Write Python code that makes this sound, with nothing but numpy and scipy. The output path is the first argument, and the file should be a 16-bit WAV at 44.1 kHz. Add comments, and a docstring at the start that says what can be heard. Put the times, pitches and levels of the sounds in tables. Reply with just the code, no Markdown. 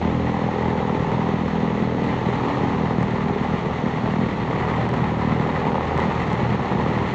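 """Radial engine idling on an apron

One engine of a parked twin-engined aircraft, in the open, on a small camera microphone in front of the nose.
Seven cylinders thump and bark unevenly through the near exhaust; the other seven fire in between, out of
the far side. Valve gear clatters under the cowling, ground and airframe echo, the propeller churns the air."""
import sys
import numpy as np
from scipy import signal
from scipy.fft import rfft, irfft
from scipy.io import wavfile
from scipy.ndimage import uniform_filter1d

SR = 44100
rng = np.random.default_rng(int(sys.argv[2]) if len(sys.argv) > 2 else 0)


def to_wav(s):
    """Save 16-bit WAV."""
    ch = np.atleast_2d(s).T  # columns
    pcm = np.round(np.clip(ch, -1, 1) * 32767)  # PCM
    wavfile.write(sys.argv[1], SR, pcm.astype(np.int16))


N = 314874
TIME = np.arange(N) / SR

# idle speed: (time [s], near-side firings [1/s])
IDLE_SPEED = [(0.0, 41.09), (0.56, 41.53), (0.84, 40.94), (1.4, 41.36), (1.54, 40.93), (2.1, 41.18),
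              (2.38, 40.18), (2.52, 40.41), (3.22, 39.65), (3.36, 39.99), (3.92, 40.01), (4.06, 39.55),
              (4.34, 40.09), (4.62, 39.88), (4.9, 39.06), (5.04, 39.72), (5.18, 39.32), (5.74, 39.31),
              (5.88, 40.13), (6.3, 40.32), (6.58, 38.84), (7.14, 40.28)]
def crankshaft():
    """Running count of near-side firings: the beat that the engine's layers follow."""
    firing_hz, = in_time(IDLE_SPEED)
    return np.cumsum(firing_hz) / SR - .188


# the seven cylinders of one exhaust, in firing order: (relative level [dB])
CYLINDER_DB = [0.3, -0.9, 0.4, 0.3, 0.8, -0.4, -0.6]
def strokes(phase, lag, jitter_s, spread_db):
    """Times and sizes of one event a firing, `lag` of a period late; no two burn alike."""
    number = np.arange(int(phase[-1] - lag) + 1)
    timing, strength = rng.standard_normal((len(number), 2)).T
    times = np.interp(number + lag, phase, TIME) + jitter_s * timing
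    level_db = np.array(CYLINDER_DB)[number % len(CYLINDER_DB)] + spread_db * np.minimum(strength, 1)
    return times, from_db(level_db)


# firm runs and weak, stumbling ones: (time [s], relative level [dB])
BEAT_LEVEL = [(0.01, -24), (0.05, -15.9), (0.44, -15), (0.56, -18), (0.9, -15.5), (1.05, -16),
              (1.29, -14.5), (1.95, -17), (2.54, -20), (2.81, -15.5), (3.31, -16), (3.94, -20), (4.24, -12),
              (4.49, -26.5), (4.62, -19.5), (4.84, -23), (4.95, -18.5), (5.33, -11), (5.58, -22.5),
              (5.73, -14.5), (5.81, -31.5), (5.98, -26.5), (6.06, -14), (6.16, -24), (6.28, -24.5),
              (6.71, -24.2), (6.86, -15), (7.09, -20.5)]
# a cylinder fails to fire: (time [s])
MISFIRES = [.756, 2.513, 3.564, 3.738]
# a cylinder bangs hard: (time [s], peak level [dB])
BANGS = [(0.052, -10), (0.948, -15), (0.9742, -13), (1.004, -12.5), (1.2891, -12), (1.6311, -10.0),
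         (1.7284, -13.5), (1.8238, -8.5), (1.8503, -11.5), (2.2883, -11.5), (2.61, -14), (2.6352, -12),
         (2.9838, -8.5), (3.3064, -11), (3.537, -12), (3.8381, -10.5), (3.8634, -12.5), (4.0878, -14),
         (4.1643, -14), (4.2351, -11.5), (4.3345, -17.5), (5.0179, -14), (5.3, -18), (5.3502, -16),
         (5.3739, -13.5), (5.3991, -13), (6.3128, -17), (6.429, -16), (6.5015, -16.5), (6.5204, -13),
         (6.5455, -14.5), (6.7518, -13), (6.9656, -15.5)]
# pressure pulse of one firing: (frequency [Hz], relative level [dB])
THUMP_SPECTRUM = [(30, -42.5), (60, -26.5), (97, -12), (120, 2), (142, -4), (165, -1.5), (205, 2),
                  (240, -3.5), (300, -11.5), (380, -11), (490, -14), (650, -27), (1200, -43), (8000, -78.5)]
def thumps(phase):
    """The main beat, nearest the microphone: one dry pulse a firing, with the odd misfire or hard bang."""
    times, sizes = strokes(phase, lag=0, jitter_s=.00015, spread_db=1.7)
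    sizes *= from_db(np.interp(times, *np.transpose(BEAT_LEVEL)) + 1)
    for misfire_s in MISFIRES:
        sizes[np.argmin(np.abs(times - misfire_s))] *= from_db(-6.5)
    bang_s, bang_db = np.transpose(BANGS)
    sizes[np.argmin(np.abs(times[:, None] - bang_s), axis=0)] = 0   # a bang replaces the nearest thump
    return struck(np.r_[times, bang_s], np.r_[sizes, from_db(bang_db)], THUMP_SPECTRUM)


# gas rumbling in the pipe: (frequency [Hz], relative level [dB])
BURBLE_SPECTRUM = [(30, -33.5), (60, -10), (95, -8.5), (120, 3), (165, -2), (230, -1), (290, -9.5),
                   (350, -16), (700, -42.5), (8000, -91)]
# the pipe's loping resonance: (time [s], centre [Hz], relative level [dB])
BOOM_LOPE = [(0.0, 143, -25), (0.24, 167, -33), (0.3, 197, -32), (0.46, 164.5, -27.5), (0.58, 142, -29.5),
             (0.76, 181, -28.5), (0.84, 150, -30), (1.02, 159, -19), (1.14, 156.6, -34),
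             (1.24, 176.5, -28.5), (1.46, 164, -28.5), (1.68, 172, -29), (1.74, 166.5, -30.8),
             (1.82, 151, -26.7), (1.86, 163, -31.8), (1.96, 163, -25), (2.26, 181, -25.5),
             (2.4, 160.6, -25.5), (2.46, 179.5, -27.5), (2.72, 170, -24.5), (2.94, 166, -28.5),
             (3.02, 182.4, -26.5), (3.2, 150.6, -28), (3.34, 161.6, -30), (3.62, 153.6, -23),
             (3.74, 158.6, -30.5), (4.0, 165, -28.5), (4.5, 171, -22.5), (4.54, 157.5, -20.5),
             (4.64, 163.4, -26.5), (4.68, 163, -27), (4.9, 161.6, -23), (5.0, 156, -22), (5.16, 157, -27.5),
             (5.34, 160.4, -26.5), (5.4, 177, -27), (5.54, 144.4, -27.5), (5.76, 196, -23),
             (5.82, 203, -25), (5.88, 167, -25), (6.48, 171.6, -22), (6.7, 153.6, -27), (6.78, 180, -19),
             (6.84, 158.6, -26.5), (6.98, 154, -20), (7.12, 162, -26.5)]
def pipe_boom(phase):
    """Burning gas burbles and booms in the near pipe after each firing."""
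    gas = bursts(*strokes(phase, lag=0, jitter_s=.001, spread_db=3), decay_s=.014)
    burble = rms_one(colour(gas, BURBLE_SPECTRUM))
    boom_hz, boom_db = in_time(BOOM_LOPE)
    resonance = sweep(burble, boom_hz, width_hz=73)
    return from_db(boom_db - 3.5) * even(resonance + from_db(3.5) * burble)


# throat of the near exhaust: (frequency [Hz], relative level [dB])
BARK_SPECTRUM = [(30, -68), (150, -27.5), (255, -17.5), (325, -4), (400, 0), (490, -3.5), (640, -14.5),
                 (900, -20), (1500, -40.5), (3000, -39), (8000, -66.5)]
# rise and fall of the bark: (time [s], relative level [dB])
BARK_LEVEL = [(0, -31), (0.7, -25), (1.25, -29.5), (1.45, -30), (2.0, -25.5), (2.3, -31), (2.85, -31),
              (3.4, -35.5), (3.7, -32.5), (3.8, -35), (3.95, -37), (4.22, -27.5), (4.5, -35.5), (5.1, -39),
              (5.4, -35.5), (5.7, -31), (5.79, -39), (6.15, -45.5), (6.4, -31), (7.14, -43.5)]
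def bark(phase):
    """Gas leaves the near exhaust with a throaty bark; uneven burning makes it flutter slightly."""
    gas = puffs(*strokes(phase, lag=0, jitter_s=.0002, spread_db=1.5), turbulence=.25, decay_s=.008)
    level_db = in_time(BARK_LEVEL)[0] - 2.5 - .1 * drift(5.7)
    return from_db(level_db) * even(colour(gas, BARK_SPECTRUM))


# singing pipe modes: (start [s], end [s], multiple of the beat, level [dB])
PIPE_TONES = [(0, .38, 7, -38), (0, 0.393, 12, -44), (0.548, 0.804, 10, -35.5), (.65, 1.015, 12, -45),
              (1.714, 2.1, 12, -43.5), (1.735, 2.203, 7, -35.5), (2.291, 2.766, 7, -34),
              (2.804, 3.368, 6, -45), (3.155, 3.475, 10, -34.5)]
def pipe_tones(phase):
    """Brief wavering tones where a pipe mode locks on to the beat."""
    fade_s = .084
    tones = np.zeros(N)
    for start, end, multiple, db in PIPE_TONES:
        swell = np.clip(np.minimum(TIME - start, end - TIME) / fade_s, 0, 1)
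        tone = np.sin(2 * np.pi * multiple * phase + .22 * drift(5))
        tones += np.sqrt(2) * from_db(db) * swell * tone
    return tones


# sharp cracks: (time [s], peak level [dB])
CRACKS = [(.821, -17), (.896, -11.5), (.966, -17), (1.482, -16), (2.455, -17), (2.908, -13), (3.184, -15.5),
          (4.53, -13), (4.72, -14), (5.655, -15.5), (5.681, -19), (5.757, -10.5), (5.782, -12.5),
          (5.809, -10.5), (5.884, -16.5), (5.911, -12), (5.986, -10.5), (6.038, -16), (6.113, -12.5),
          (6.716, -12), (6.862, -12.5)]
# colour of one crack: (frequency [Hz], relative level [dB])
CRACK_SPECTRUM = [(100, -15), (450, 4), (680, -3), (900, 2.5), (1250, -0.5), (1550, -20.5), (2000, -18),
                  (4000, -32.5), (8000, -59.5)]
def cracks():
    """Short, dry cracks that stand out of the beat."""
    times, db = np.transpose(CRACKS)
    return struck(times, from_db(db), CRACK_SPECTRUM)


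# the exhaust from the far side: (frequency [Hz], relative level [dB])
RASP_SPECTRUM = [(30, -37.5), (48, -18.5), (80, -14), (125, 9), (200, -11), (320, -5), (390, -1),
                 (480, -2.5), (640, -7.5), (800, -1), (1120, -9.5), (1500, -19), (3000, -28.5),
                 (8000, -56.5)]
# swell of the rasp: (time [s], level [dB before scaling by depth])
RASP_SWELL = [(0.0, 6.7), (0.15, -3.5), (0.9, -4), (1.26, 4.5), (1.42, -4), (1.62, 2), (1.88, -4.5),
              (2.15, 1), (2.61, 4.5), (3.1, -2), (3.55, 2.5), (3.92, -2.5), (4.09, 5), (4.28, -6.5),
              (4.51, 3), (4.9, 4.5), (5.12, 0.2), (5.72, 6.5), (5.8, 0), (5.99, 5.5), (6.15, 1.2),
              (6.85, 5), (7.14, 1.5)]
# hollow ring in the rasp: (time [s], level [dB])
RING_LEVEL = [(0, -48), (0.3, -31.5), (0.95, -32), (1.3, -37.5), (1.45, -39), (2.4, -40.5), (2.68, -36),
              (2.9, -39), (3.9, -42), (4.08, -44), (4.28, -43), (4.7, -41), (5.1, -46.5), (5.55, -45.5),
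              (5.72, -35.5), (5.85, -36.5), (6.05, -38.5), (6.2, -40.5), (7.14, -48.5)]
def far_exhaust(phase, depth=.82):
    """Both cylinder rows reach the microphone round the nacelle: twice the beat, raspy and hollow."""
    first = puffs(*strokes(phase, lag=.9, jitter_s=.0003, spread_db=1.5), turbulence=1.3, decay_s=.013)
    second = puffs(*strokes(phase, lag=.48, jitter_s=.0008, spread_db=2), turbulence=1.7, decay_s=.013)
    rasp = even(colour(first + from_db(2.5) * second, RASP_SPECTRUM))
    rasp_db = -28.5 + depth * in_time(RASP_SWELL)[0]
    ring_hz, width_hz = 815, 200
    ring = even(resonate(resonate(first, ring_hz, width_hz), ring_hz, width_hz))
    return from_db(rasp_db) * rasp + from_db(in_time(RING_LEVEL)[0]) * ring


# valve taps: (frequency [Hz], relative level [dB])
CLATTER_SPECTRUM = [(500, -17), (900, 5), (1250, 4), (1550, -7.5), (1900, 2), (2400, -7), (3200, -11),
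                    (4300, -17), (4800, -27), (6600, -30), (7500, -30.5), (8500, -53.5)]
# swell of the clatter: (time [s], level [dB before scaling by depth])
CLATTER_SWELL = [(0.0, -0.5), (1.93, -0.3), (2.07, 2.1), (3.23, 0.8), (4.37, 1), (4.74, 4), (5.32, 2),
                 (5.57, 4.5), (5.8, -3), (5.96, 4.5), (7.14, 3)]
# cowling and cylinder resonances: (frequency [Hz], width [Hz], relative level [dB])
COWLING_MODES = [(815, 190, -17), (1777, 90, 0.5), (2005, 160, 3)]
def valve_gear(phase, depth=.72):
    """Inlet and exhaust valves snap shut and set the cylinders and cowling ringing."""
    inlet = bursts(*strokes(phase, lag=.78, jitter_s=.00038, spread_db=4), decay_s=.029)
    outlet = bursts(*strokes(phase, lag=.3, jitter_s=.0024, spread_db=6.5), decay_s=.041)
    taps = colour(inlet + from_db(-4.5) * outlet, CLATTER_SPECTRUM)
    ringing = sum(from_db(db - 9.5) * resonate(taps, hz, width) for hz, width, db in COWLING_MODES)
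    level_db = -35.5 + depth * in_time(CLATTER_SWELL)[0]
    return from_db(level_db) * rms_one(taps + ringing)


# knocks in the cowling: (time [s], relative level [dB])
CLINKS = [(2.04, -23.5), (3.029, -19.5), (4.891, -18.5), (4.939, -18.5), (4.976, -25), (5.977, -16.5),
          (6.002, -19.5), (6.039, -24), (6.331, -17)]
def clinks():
    """Single hard knocks ring the cowling's metal modes."""
    times, db = np.transpose(CLINKS)
    knocks = clicks(times, from_db(db))
    return sum(from_db(mode_db - 12) * SR / (2 * np.pi * width) * resonate(knocks, hz, width)
               for hz, width, mode_db in COWLING_MODES)


# hum at three times the beat: (time [s], level [dB])
HUM_LEVEL = [(0, -38), (.7, -37), (.97, -28), (1.15, -36), (2.2, -37), (2.65, -29), (2.9, -38), (3.5, -31),
             (3.9, -38), (4.3, -38), (4.6, -29), (5, -26), (5.4, -29), (5.7, -38), (6.3, -29), (6.5, -36),
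             (7.14, -32)]
# tone at the firing rate of all fourteen cylinders: (time [s], level [dB])
THROB_LEVEL = [(0, -29), (1.6, -32.5), (2.3, -34.5), (3.5, -35), (5.2, -31), (6.2, -30.5), (7.14, -30.5)]
def throb(phase):
    """Smooth low tones under the exhaust, locked to the crankshaft."""
    crank = 2 * np.pi * phase * 2 / 7 + .02 * drift(5)   # two turns to seven near-side firings
    hum = np.sin(2 * np.pi * 3 * phase + .6 * drift(3))
    hum *= from_db(in_time(HUM_LEVEL)[0] + 1.5 * drift(4))
    firing = from_db(in_time(THROB_LEVEL)[0] + 2 * drift(3.9)) * np.sin(7 * crank)
    fourth_order = from_db(-44 + 1.8 * drift(9.4)) * np.sin(4 * crank)
    return hum + firing + fourth_order


# churned air: (frequency [Hz], relative level [dB])
WASH_SPECTRUM = [(25, -26.5), (45, -8.5), (70, -3.5), (105, -3.5), (140, -2), (320, -4), (390, 1.5),
                 (490, -1.5), (640, -5.5), (840, -11), (1550, -20.5), (2000, -18.5), (4300, -26.5),
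                 (4800, -38), (6600, -34), (8500, -63)]
# swell of its hiss: (time [s], relative level [dB])
HISS_SWELL = [(0, 0.5), (1.8, 0.5), (2.6, 2.5), (3.1, 0), (3.9, 1), (4.6, -1.5), (5.4, -3), (6.0, 1),
              (7.14, 1)]
def propeller_wash():
    """Rush of air churned by the blades, heard from the front, its hiss swelling a little."""
    rush = rms_one(colour(rng.standard_normal(N), WASH_SPECTRUM))
    hiss = signal.sosfiltfilt(signal.butter(2, 2400, "high", fs=SR, output="sos"), rush)
    return from_db(-33) * (rush - hiss + from_db(in_time(HISS_SWELL)[0]) * hiss)


# echoes off ground, nacelle, wing and fuselage: (delay [s], gain)
ECHOES = [(.0037, .08), (.0082, -.07), (.0125, .1), (.0172, .08)]
def apron(x, scatter_db, t60, sway_s):
    """Close echoes swayed by the slipstream, then a faint dull scatter from trees and sheds farther off."""
    near = sum(gain * np.interp(TIME - delay - sway_s * drift(1.19), TIME, x, left=0)
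               for delay, gain in ECHOES)
    age = TIME[:SR // 2]
    tail = rng.standard_normal(len(age)) * from_db(-60 * age / t60) * (age > .02)
    tail = signal.sosfilt(signal.butter(1, 2500, fs=SR, output="sos"), tail)
    scatter = rms_one(signal.fftconvolve(x, tail)[:N])
    return x + near + from_db(scatter_db) * np.std(x) * scatter


def puffs(times, sizes, turbulence, decay_s):
    """Each exhaust valve lets out a pressure pulse followed by a turbulent rush of gas."""
    return clicks(times, sizes) + turbulence * bursts(times, sizes, decay_s)


def struck(times, sizes, spectrum):
    """Short blows of the given spectrum, each peaking at its size."""
    peak = np.abs(colour(clicks(np.zeros(1), np.ones(1)), spectrum)).max()
    return colour(clicks(times, sizes), spectrum) / peak


def bursts(times, sizes, decay_s):
    """A dying burst of noise at each time, with the energy of a click of that size."""
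    r = np.exp(-2 / (decay_s * SR))
    power = signal.lfilter([1 - r], [1, -r], clicks(times, sizes ** 2) + 1e-18)
    return np.sqrt(power) * rng.standard_normal(N)


def clicks(times, sizes):
    """A click of the given size at each time."""
    return np.bincount(np.clip(times * SR, 0, N - 1).astype(int), sizes, N)


def colour(x, spectrum):
    """Causal (minimum-phase) filter with the given spectrum."""
    size = 8192
    hz, db = np.transpose(spectrum)
    grid = np.maximum(np.fft.rfftfreq(size, 1 / SR), 1)
    gain = from_db(np.interp(np.log(grid), np.log(hz), db))
    cepstrum = irfft(np.log(gain))
    cepstrum[1:size // 2] *= 2
    cepstrum[size // 2 + 1:] = 0
    return signal.fftconvolve(x, irfft(np.exp(rfft(cepstrum))))[:N]


def resonate(x, hz, width_hz):
    """Two-pole resonance with gain 1 on top."""
    r = np.exp(-np.pi * width_hz / SR)
    feedback = [1, -2 * r * np.cos(2 * np.pi * hz / SR), r * r]
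    return signal.lfilter(np.array([1, 0, -1]) * (1 - r * r) / 2, feedback, x)


def sweep(x, hz, width_hz):
    """Resonance whose centre follows a curve, stepped in short blocks."""
    size = 64
    out, state = np.zeros(N, complex), [0j]
    for i in range(0, N, size):
        pole = np.exp((2j * np.pi * hz[i] - np.pi * width_hz) / SR)
        out[i:i + size], state = signal.lfilter([1], [1, -pole], x[i:i + size], zi=state)
    return rms_one(out.real)


def drift(rate_hz):
    """Slow random wander of spread 1."""
    step = 100
    r = np.exp(-2 * np.pi * rate_hz * step / SR)
    slow = signal.lfilter([1], [1, -2 * r, r * r], rng.standard_normal(2 * N // step))
    return np.interp(np.arange(N, 2 * N) / step, np.arange(len(slow)), rms_one(slow))


def even(x):
    """Hold the level at rms 1 over a few firings."""
    return x / np.sqrt(uniform_filter1d(x ** 2, size=SR // 8) + 1e-9)


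def rms_one(x):
    """Scale to unit rms."""
    return x / np.sqrt(np.mean(x ** 2) + 1e-20)


def in_time(rows):
    """Each column of a curve at every sample."""
    times, *columns = np.transpose(rows)
    return [np.interp(TIME, times, column) for column in columns]


def from_db(db):
    """Decibels to gain."""
    return 10 ** (np.asarray(db) / 20)


def scene():
    """In front of the nose, in mono: the engine and its echoes over the throb and the wash."""
    phase = crankshaft()
    near_exhaust = pipe_boom(phase) + bark(phase) + thumps(phase) + pipe_tones(phase)
    engine = near_exhaust + cracks() + far_exhaust(phase) + valve_gear(phase) + clinks()
    return (apron(engine, scatter_db=-12.5, t60=.97, sway_s=.00038) + throb(phase) + propeller_wash())[None]


def record(dry):
    """A small camera microphone: rounded peaks, no deep bass, no top."""
    ceiling, low_hz, high_hz = .65, 32, 8400
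    rounded = ceiling * np.tanh(dry / ceiling)
    thin = signal.sosfilt(signal.butter(3, low_hz, "high", fs=SR, output="sos"), rounded)
    return signal.sosfilt(signal.ellip(10, .3, 90, high_hz, fs=SR, output="sos"), thin)


dry = scene()
out = record(dry)
to_wav(out)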